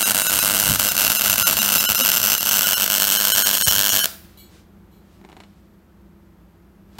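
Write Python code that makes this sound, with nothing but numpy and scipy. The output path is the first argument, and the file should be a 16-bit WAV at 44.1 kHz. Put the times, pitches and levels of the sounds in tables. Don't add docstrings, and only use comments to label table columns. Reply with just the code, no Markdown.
import sys
import numpy as np
from scipy import signal
from scipy.fft import rfft, irfft
from scipy.io import wavfile

SR = 44100
rng = np.random.default_rng(int(sys.argv[2]) if len(sys.argv) > 2 else 0)


def digitize_waveform(pressure):
    field = np.atleast_2d(pressure).T
    bounded = np.clip(field, -1, 1)
    quanta = np.round(bounded * 32767).astype(np.int16)
    wavfile.write(sys.argv[1], SR, quanta)


N = 308459
T_S = np.arange(N) / SR

# f/Hz, relative density/dB per Hz
FAN_SPECTRUM = [(25, -11), (50, 4), (90, 2.5), (125, -10), (180, 4.5), (265, -9), (340, -4.5), (450, -12.5),
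                (700, -15), (1300, -18.5), (2700, -29), (6000, -36), (10000, -39), (16000, -37.5)]
# t/s, level/dB
FAN_LEVEL = [(4.3, -49.5), (5.06, -49.5), (5.41, -48), (5.45, -51), (6.85, -50.5), (6.9, -49)]
# f/Hz, level/dB
FAN_LINES = [(60, -60), (80, -65.5), (100, -62), (171, -62.5), (199.5, -57.5), (318, -67.5), (340, -66)]

# f/Hz, t60/s
ROOM_T60 = [(100, 0.21), (500, 0.34), (1400, 0.45), (3700, 0.4), (9000, 0.34), (15000, 0.57)]
# f/Hz, gain/dB
ROOM_COLOUR = [(60, -11), (250, -6), (700, -4.5), (1500, -3), (5000, 1), (10000, -4.5), (15000, -0.5)]

# t/s, relative level/dB
CLINKS = [(4.373, -44), (4.914, -58)]
# f/Hz, relative level/dB, t60/s
STEEL_MODES = [(2290, -14, 0.15), (2900, -6, 0.025), (3375, -7, 0.035), (3950, -1, .025), (4390, -5, 0.045),
               (6939, -19, 0.18), (7950, -12, .1), (8900, -16, .15), (10040, -14, .08), (12210, -18, .15),
               (13370, -1, .03), (13610, -6, .04), (13900, -3, .03)]
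# t/s, relative tick/dB, shell/dB, catch/dB
SLIPS = [(5.214, -48, -41, -58), (5.241, -44, -40, -62), (5.249, -37, -32, -54), (5.289, -37, -39, -58),
         (5.298, -37, -36, -58), (5.318, -41, -43, -47), (5.328, -39, -35, -49), (5.367, -36, -36, -47),
         (5.371, -44, -32, -60), (5.403, -30.5, -37, -42), (5.407, -47, -34, -60), (5.436, -39, -50, -44)]
# f/Hz, relative level/dB, t60/s
CATCH_MODES = [(1780, -15, .06), (2320, -4, 0.023), (2950, -5, 0.018), (3500, -4, .02), (3940, -8, 0.029),
               (4300, -10, .04), (5400, -18, .06), (6860, -18, .06)]
# f/Hz, relative level/dB, t60/s
SHELL_MODES = [(384, -0.5, 0.049), (565, -14, 0.033), (820, 1.5, 0.013), (1040, -12, 0.04),
               (1510, -25, 0.016), (2180, -3, 0.01), (2880, -27, 0.011), (3580, -17, 0.0069),
               (4220, -26, .012), (6800, -18, .01)]
# t/s, relative level/dB
KNOCKS = [(6.952, -51), (6.985, -26)]
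# t/s, half length/s, level/dB
RUSTLES = [(4.265, 0.14, -56), (4.559, 0.075, -55.5), (5.13, 0.11, -64), (5.501, 0.21, -65),
           (6.99, 0.06, -56)]
# f/Hz, relative density/dB per Hz
SLEEVE_SPECTRUM = [(200, 5), (1000, -7.5), (4000, -6), (8000, -13), (15000, -21.5)]

SPIKE_SHARE = [0.76, 0.78, 0.62]
# early f/Hz, middle f/Hz, late f/Hz, width/Hz, early gain/dB, middle gain/dB, late gain/dB
PLATES = [(178, 184, 180.0, 80.0, 8.5, 10, 8.0), (381, 354, 355, 197, -5, -11.5, -9),
          (800.0, 760, 780, 400.0, -0.5, -3, -3), (1450, 1430.0, 1600.0, 370, 7, 7, 7.0),
          (1774, 1800.0, 1985, 220.0, -6, -9.5, -10.5), (2470, 2404, 2440.0, 300.0, -6.5, -11.0, -8),
          (2763, 2860.0, 3110.0, 623, 10, 11, 12.5), (3913, 3980.0, 4240.0, 170, 7.5, 2.5, 5.5),
          (4770, 4720.0, 5000.0, 160, -5.5, -5.5, -2.5), (4980, 5220.0, 5540.0, 620.0, 3, 6, 6.5),
          (6280, 6100, 6500.0, 470.0, 5.5, 9, 4), (6600, 6740.0, 6970.0, 320, -2.5, -5, 7.0),
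          (6890, 7390.0, 8540.0, 330, 4.0, 7.5, 7), (8580, 8860.0, 9680.0, 490, 8.5, 1, 4),
          (10260.0, 10500.0, 10330.0, 680.0, 1, -6, -8), (11260, 11490.0, 11420.0, 227, 7, 3.5, 5.5),
          (11800, 11770, 12310.0, 340, 4.5, 9, 7.5), (12600, 12980.0, 12890.0, 480, 4, 11.5, 7.0),
          (13620, 13460.0, 8400, 570.0, 1.0, -3.0, -6), (15450, 14470.0, 15480.0, 650, 2.0, 3.5, 5)]
# t/s, position (0 early, 1 middle, 2 late)
MOVE = [(0.0, 0.09), (0.5, 0.19), (1.0, 0.58), (1.5, 0.62), (2.35, 1.08), (2.7, 1.37), (3.0, 1.56),
        (3.5, 1.82), (4.06, 1.9)]
# f/Hz, gain/dB
ARC_COLOUR = [(30, -18.5), (70, -14), (130, -19), (230, -0.5), (310, 2), (450, 1.5), (600, 2.5), (850, 0),
              (1100, -1.6), (1600, 0.5), (3000, -2), (4300, -3.5), (9500, -0.5), (15500, -0.5)]
# f/Hz, width/Hz, gain/dB
PLATES_RING = [(667, 48, 4), (1010, 260, 2.5), (3570, 60, -6.5), (4447, 140, 7)]
# f/Hz, width/Hz, gain/dB
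PLATES_RADIATED = [(659.5, 63, 10), (1578, 330, 8), (2160, 830, -3.5), (3080, 270, 1.5)]

# t/s, relative level/dB
PUFFS = [(0.305, -31.5), (0.445, -31), (0.485, -26), (1.1, -32), (1.41, -25), (1.897, -25), (3.346, -30),
         (3.672, -16.5), (3.922, -29.5)]
# f/Hz, relative level/dB, t60/s
PUFF_SWING = [(70.4, -2, 0.0997), (103, 3.5, 0.034), (197, -3.5, .055)]
# t/s, level/dB
PLUME = [(0, -37.5), (0.55, -35), (1.15, -44), (1.8, -46), (2.25, -44), (2.4, -56.5), (3.6, -55.5),
         (3.75, -40.5), (4.06, -47)]
# f/Hz, relative level/dB
BUZZ_LINES = [(100, -55.5), (200, -49), (300, -60)]
# t/s, gain/dB
BUZZ_LEVEL = [(0, -3), (0.55, -1.5), (0.9, 2.5), (1.2, -4), (1.75, 4), (2.1, -1), (2.35, -11), (2.9, -8.5),
              (3.06, 4), (3.35, -3), (4.05, -7.5)]

# t/s, unrest (0 steady, 1 sputtering)
UNREST = [(0, 0.41), (.55, 0.21), (.85, 0.18), (1.05, 0.68), (2.3, 0.98), (2.8, 0.42), (3.05, 0.13),
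          (3.85, 0.16), (4.05, 0.83)]
# t/s, level before SINGLE_POP_DB/dB, pause before it/s
SINGLE_POPS = [(0.1467, 2.5, 0.021), (0.3892, 6, 0.011), (0.4983, 2, 0.01), (0.7972, 4, 0.029),
               (0.9188, 0.5, 0.017), (0.951, -7.5, 0.028), (0.9665, 1, 0.013), (1.1007, 4, 0.022),
               (1.1501, -1, 0.016), (1.2183, 3, 0.006), (1.2396, 1, 0.017), (1.358, 0.5, 0.013),
               (1.3803, 3.5, 0.015), (1.569, 2, 0.021), (1.948, 2, 0.013), (2.1171, 4.5, 0.013),
               (2.179, 0, 0.005), (2.2, -0.5, 0.016), (2.216, -4, 0.012), (2.2297, 2, 0.008),
               (2.3501, 3, 0.007), (2.38, -2.5, 0.024), (2.408, -3.5, 0.023), (2.4292, 1, 0.02),
               (2.4607, 0.5, 0.021), (2.511, 1.5, 0.012), (2.609, 1.5, 0.016), (2.799, -0.5, 0.016),
               (2.8619, 0, 0.016), (2.878, -1, 0.012), (2.9005, 3.5, 0.018), (2.9994, 2.5, 0.0097),
               (3.3196, 0.5, 0.018), (3.5306, -1, 0.019), (3.6022, -6, 0.021), (3.672, 0.5, 0.036),
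               (3.7223, 2, 0.0058), (4.0426, 2.5, 0.013), (4.0562, 2, 0.019)]
# t/s, half length/s, gain/dB
HISS_SWELLS = [(1.474, 0.021, 3.5), (2.31, 0.011, 2.5), (3.13, 0.0097, 6.5), (3.682, .007, 4.5)]
# t/s, half length/s, gap gain/dB, whistle level/dB, lowest whistle f/Hz
STUTTERS = [(0.046, 0.012, -15, -19.5, 1000), (0.239, 0.013, -15, -22.5, 1000),
            (0.284, 0.012, -17, -19, 1000), (0.407, 0.014, -12, -20, 1000),
            (0.899, 0.0083, -11, -21.5, 1000), (1.18, 0.011, -17, -19, 1000),
            (1.289, 0.0057, -7, -31, 1000), (1.445, 0.015, -24, -19.5, 1000),
            (1.605, 0.01, -13, -19.5, 1000), (1.793, 0.01, -12, -17.5, 2000),
            (1.874, 0.013, -38.5, -20, 1000), (1.967, 0.007, -20, -18.5, 1000),
            (2.028, 0.013, -16.5, -18.5, 1000), (2.357, 0.005, -6, -22.5, 1000),
            (2.394, 0.0079, -14, -25, 2000), (2.654, 0.015, -5, -22.5, 1000),
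            (2.755, 0.013, -17.5, -20.5, 1000), (3.181, 0.0075, -17, -18.5, 1000),
            (3.334, 0.01, -19, -16, 1000), (3.441, 0.011, -22, -18.5, 1000), (3.593, 0.0081, -7, -23, 2500),
            (3.643, 0.012, -47, -17.5, 2500), (3.698, 0.008, -10, -17, 2500),
            (3.912, 0.012, -12, -20.5, 2500), (4.018, 0.019, -11, -21, 1000)]
# t/s, f/Hz, level/dB
HOOTS = [(1.46, 185, -33), (1.607, 220, -28.5), (2.007, 530, -31), (2.022, 248, -28.5)]

ARC_OFF_S = 4.062
BEAT_HZ, FIRST_POP_S = 99.9, 0.0076
POP_DB, SPUTTER_GAIN_DB, SINGLE_POP_DB = 7, 2.5, 7.5
WEAK_SHARE, WEAK_DB = 0.18, -6.5
SPATTER_PER_S, SPATTER_DB = 22, 3
HISS_DB, SPUTTER_HISS_DB, HISS_WANDER_DB = -30.5, 1.1, 0.8
STALL_DIP_DB, SHORTING_DIP_DB = -1.5, -0.24
ECHO_DB, CUTOFF_HZ = -10.5, 15880


def from_db(db):
    return 10 ** (np.asarray(db) / 20)


def rms_one(x):
    return x / np.sqrt(np.mean(x ** 2) + 1e-20)


def in_time(rows):
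    t_s, *columns = np.transpose(rows)
    return [np.interp(T_S, t_s, column) for column in columns]


def at_hz(points, hz):
    point_hz, db = np.transpose(points)
    return np.interp(np.log(np.maximum(hz, 1)), np.log(point_hz), db)


def coloured(x, spectrum, size=4096):
    gain = from_db(at_hz(spectrum, np.fft.rfftfreq(size, 1 / SR)))
    cepstrum = irfft(np.log(gain))
    cepstrum[1:size // 2] *= 2
    cepstrum[size // 2 + 1:] = 0
    response = irfft(np.exp(rfft(cepstrum)))[:size // 2]
    return signal.fftconvolve(x, response)[:N]


def noise(spectrum):
    return rms_one(coloured(rng.standard_normal(N), spectrum))


def drift(rate_hz):
    return rms_one(np.interp(T_S * rate_hz, np.arange(N), rng.standard_normal(N)))


def swells(rows):
    return sum(height * np.exp(-((T_S - s) / half_s) ** 2) for s, half_s, height in rows)


def clicks(rows):
    s, db = np.transpose(rows)
    out = np.zeros(N)
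    at = np.clip(np.round(s * SR).astype(int), 0, N - 1)
    np.add.at(out, at, from_db(db))
    return out


def bursts(hits, length_s, squareness):
    shape = np.exp(-(np.arange(SR // 4) / SR / length_s) ** squareness)
    return signal.fftconvolve(hits, shape)[:N] * rng.standard_normal(N)


def ring(hits, modes):
    out = np.zeros(N)
    for k, (hz, db, t60_s) in enumerate(modes):
        radius = from_db(-60 / (t60_s * SR))
        angle = 2 * np.pi * hz / SR
        poles = [1, -2 * radius * np.cos(angle), radius * radius]
        mode = signal.lfilter([0, np.sin(angle)], poles, hits + 1e-18)
        out += (-1) ** k * from_db(db) * mode
    return out


def tones(lines, waver_db):
    out = 0
    for hz, db in lines:
        level = np.sqrt(2) * from_db(db + waver_db * drift(9.1))
        out = out + level * np.sin(2 * np.pi * (hz * T_S + rng.random()))
    return out


def peak_sections(table):
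    hz, width_hz, db = np.transpose(table)
    lift = from_db(db / 2)
    damping = np.tan(np.pi * width_hz / SR)
    tune = -2 * np.cos(2 * np.pi * hz / SR)
    zeros = [1 + damping * lift, tune, 1 - damping * lift]
    poles = [1 + damping / lift, tune, 1 - damping / lift]
    return np.column_stack(zeros + poles) / (1 + damping / lift)[:, None]


def peaks(x, table):
    return signal.sosfilt(peak_sections(table), x + 1e-18)


def fan():
    level_db, = in_time(FAN_LEVEL)
    air = peaks(noise(FAN_SPECTRUM), [(12300, 1200, 9)])
    return from_db(level_db - 1.5) * air + tones(FAN_LINES, waver_db=2.5)


def workshop(x, first_echo_s, treble_db):
    t_s = np.arange(SR * 3 // 4) / SR
    edges_hz = np.geomspace(60, 17000, 11)
    tail = 0
    for low_hz, high_hz in zip(edges_hz, edges_hz[1:]):
        centre_hz = np.sqrt(low_hz * high_hz)
        bandpass = signal.butter(2, [low_hz, high_hz], "band", fs=SR, output="sos")
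        band = signal.sosfilt(bandpass, rng.standard_normal(len(t_s)))
        decay = from_db(-60 * t_s / at_hz(ROOM_T60, centre_hz))
        tilt = from_db(at_hz([(2000, 0), (14000, treble_db)], centre_hz))
        tail = tail + band * decay * tilt
    tail = tail * np.clip(t_s / first_echo_s - 1, 0, 1)
    return signal.fftconvolve(x, tail / np.sqrt(np.sum(tail ** 2)))[:N]


def sleeve():
    level = swells([(s, half_s, from_db(db)) for s, half_s, db in RUSTLES])
    return level * from_db(1.3 * drift(40)) * noise(SLEEVE_SPECTRUM)


def tool():
    knocks = bursts(clicks(KNOCKS), length_s=0.03, squareness=1)
    return coloured(knocks, [(100, 11), (550, -1), (950, 5.0), (1400, -4.5), (3000, -4.0),
                             (8000, -13.0), (15000, -17)])


def helmet():
    slips = clicks([(s, tick_db) for s, tick_db, _, _ in SLIPS])
    shell_hits = clicks([(s, shell_db) for s, _, shell_db, _ in SLIPS])
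    catch_hits = clicks([(s, catch_db) for s, _, _, catch_db in SLIPS])
    creak = slips + 0.13 * bursts(slips, length_s=0.0033, squareness=0.58)
    creak = coloured(creak, [(150, 8), (400, 23), (900, 19.5), (2500, 13.0), (4000, 8), (5000, 4),
                             (9000, 1.5), (15000, -20)])
    return from_db(-4.5) * ring(shell_hits, SHELL_MODES) + ring(catch_hits, CATCH_MODES) + creak


def steel():
    touches = clicks(CLINKS)
    scuff = bursts(touches, length_s=0.086, squareness=2.6)
    return ring(0.3 * touches + 0.04 * scuff, STEEL_MODES) + from_db(-12.5) * scuff


def handling():
    return steel() + helmet() + tool() + sleeve()


def gas_and_buzz(burning):
    rumble_db, = in_time(PLUME)
    buzz_db, = in_time(BUZZ_LEVEL)
    rumble = noise([(25, -28.0), (55, -1.0), (100, 2.5), (250, -4.5), (800, -51.0)])
    plume = from_db(rumble_db - 4.5 + 5.5 * drift(14)) * rumble
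    buzz = from_db(buzz_db) * tones(BUZZ_LINES, waver_db=3.0)
    return ring(clicks(PUFFS), PUFF_SWING) + burning * (plume + buzz)


def plates_at(s):
    position = np.clip(np.interp(s, *np.transpose(MOVE)), 0, 2)
    shares = np.clip(1 - abs(position - np.arange(3)), 0, 1)
    plates = np.array(PLATES)
    return np.column_stack([plates[:, :3] @ shares, plates[:, 3], plates[:, 4:] @ shares])


def gliding(x, size=512):
    out, state = np.zeros(N), np.zeros((len(PLATES), 2))
    for i in range(0, int(ARC_OFF_S * SR) + 2 * size, size):
        block = slice(i, i + size)
        out[block], state = signal.sosfilt(peak_sections(plates_at(i / SR)), x[block] + 1e-18, zi=state)
    return out


def reflections(spike, lead_s, lead_db, length_s, count=40, size=1024):
    t_s = np.arange(size) / SR - lead_s
    top = np.argmin(abs(t_s))
    shape = np.exp(-(t_s / length_s) ** 4)
    echoes = rng.standard_normal(size) * shape * np.where(t_s < 0, from_db(lead_db), 1)
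    for _ in range(count):
        echoes = irfft(np.exp(1j * np.angle(rfft(echoes)))) * shape ** 0.5
        echoes[top] = 0
        echoes *= np.sqrt(1 - spike ** 2) / np.linalg.norm(echoes)
        echoes[top] = spike
    return echoes


def among_plates(hits, hiss):
    position, = in_time(MOVE)
    spot = np.clip(np.round(position), 0, 2)
    crackle = hiss + from_db(-30) * bursts(hits, length_s=0.0029, squareness=25.0)
    for k, spike in enumerate(SPIKE_SHARE):
        pop = reflections(spike, lead_s=0.0005, lead_db=-8, length_s=0.0021)
        crackle = crackle + signal.fftconvolve(hits * (spot == k), pop)[:N]
    return peaks(coloured(gliding(crackle), ARC_COLOUR), PLATES_RING)


def wavering_body(x, below_hz, waver_db):
    body = signal.sosfilt(signal.butter(1, below_hz, fs=SR, output="sos"), x)
    return x + (from_db(waver_db * drift(15)) - 1) * body


def frying(spits_per_s, spit_db, flicker_db):
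    born = rng.random(N) < spits_per_s / SR
    spits = born * from_db(3 * np.minimum(rng.exponential(1, N), 3))
    spits = spits + 0.97 * bursts(spits, length_s=0.00059, squareness=6)
    flickering = from_db(flicker_db * drift(200)) * rng.standard_normal(N)
    return flickering + from_db(spit_db) * rms_one(spits)


def stalled():
    spans = [(T_S > s - pause_s) & (T_S < s + 0.5 / BEAT_HZ) for s, _, pause_s in SINGLE_POPS]
    return np.any(spans, axis=0) * 1.0


def spatter(unrest, uneven_db):
    born = rng.random(N) < SPATTER_PER_S * unrest / SR
    return born * from_db(SPATTER_DB + uneven_db * (2 * rng.random(N) - 1.5))


def pops(unrest, stall, jitter_s, sputter_jitter_s, uneven_db, sputter_uneven_db):
    beats_s = np.arange(FIRST_POP_S, ARC_OFF_S - 1 / BEAT_HZ, 1 / BEAT_HZ)
    at = (beats_s * SR).astype(int)
    unrest = unrest[at]
    late, size = rng.standard_normal((len(beats_s), 2)).T
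    weak = rng.random(len(beats_s)) < WEAK_SHARE * unrest
    pop_s = beats_s + late * (jitter_s + sputter_jitter_s * unrest)
    db = POP_DB + SPUTTER_GAIN_DB * unrest + WEAK_DB * weak
    db = db + size * (uneven_db + sputter_uneven_db * unrest)
    regular = clicks(np.transpose([pop_s, db])[stall[at] == 0])
    single = from_db(SINGLE_POP_DB) * clicks([(s, single_db) for s, single_db, _ in SINGLE_POPS])
    return regular + single


def arc_hiss(hits, unrest, stall, burning):
    shorting = np.clip(signal.fftconvolve(hits > 0, np.ones(int(SR / BEAT_HZ)))[:N], 0, 1)
    level_db = HISS_DB + SPUTTER_HISS_DB * unrest + swells(HISS_SWELLS)
    level_db = level_db + STALL_DIP_DB * stall + SHORTING_DIP_DB * shorting + HISS_WANDER_DB * drift(22)
    hiss = burning * from_db(level_db) * frying(spits_per_s=260, spit_db=-3.0, flicker_db=4.0)
    return coloured(hiss, [(150, -1.0), (700, 1.0), (2500, 1.5), (6000, 4.0), (15000, 3.5)])


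def arc():
    unrest = np.clip(in_time(UNREST)[0], 0, 1)
    stall = stalled()
    burning = np.clip((ARC_OFF_S - T_S) / 0.0048, 0, 1)
    hits = pops(unrest, stall, jitter_s=0.0002, sputter_jitter_s=0.0008, uneven_db=1.4, sputter_uneven_db=0.5)
    hits = hits + spatter(unrest * burning * (1 - stall), uneven_db=-0.5)
    hiss = arc_hiss(hits, unrest, stall, burning)
    low = gas_and_buzz(burning)
    direct = wavering_body(among_plates(hits, hiss), below_hz=490, waver_db=1.0)
    radiated = peaks(coloured(hits + hiss, ROOM_COLOUR), PLATES_RADIATED)
    return direct + low, radiated + low


def stutter(x, scatter, uneven_db, overhang, count=3):
    out = x.copy()
    for s, half_s, gap_db, whistle_db, lowest_hz in STUTTERS:
        at = np.arange(max(int((s - 4 * half_s) * SR), 0), int((s + 4 * half_s) * SR))
        t_s = at / SR - s
        hz, _, db = np.repeat(plates_at(s), count, axis=0).T
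        hz = hz * (1 + scatter * rng.standard_normal(len(hz)) / np.sqrt(hz / hz.mean()))
        gain = from_db(0.6 * db + uneven_db * rng.standard_normal(len(hz)))
        gain = gain * (hz > lowest_hz) * (db > 0)
        phase = rng.random((len(hz), 1))
        whistle = rms_one(gain @ np.sin(2 * np.pi * (hz[:, None] * t_s + phase)))
        out[at] *= from_db(gap_db * np.exp(-(t_s / half_s) ** 4))
        out[at] += from_db(whistle_db) * np.exp(-(t_s / (overhang * half_s)) ** 4) * whistle
    return out


def hoots(half_s):
    out = 0
    for s, hz, db in HOOTS:
        out = out + swells([(s, half_s, from_db(db))]) * np.sin(2 * np.pi * hz * (T_S - s))
    return out


def scene():
    direct, radiated = arc()
    touches = handling()
    echo = workshop(radiated + 0.88 * touches, first_echo_s=0.0014, treble_db=-0.5)
    bench = direct + touches + from_db(ECHO_DB) * echo
    bench = stutter(bench, scatter=0.022, uneven_db=4.5, overhang=1.55)
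    return (bench + hoots(half_s=0.018) + fan())[None]


def record(dry):
    ceiling, knee = 1.15, 4
    dry = signal.sosfilt(signal.butter(2, 36, "high", fs=SR, output="sos"), dry)
    limited = dry / (1 + np.abs(dry / ceiling) ** knee) ** (1 / knee)
    lowpass = signal.firwin(401, CUTOFF_HZ, fs=SR, window="blackman")
    return signal.fftconvolve(limited, lowpass[None], "same")


dry = scene()
out = record(dry)
digitize_waveform(out)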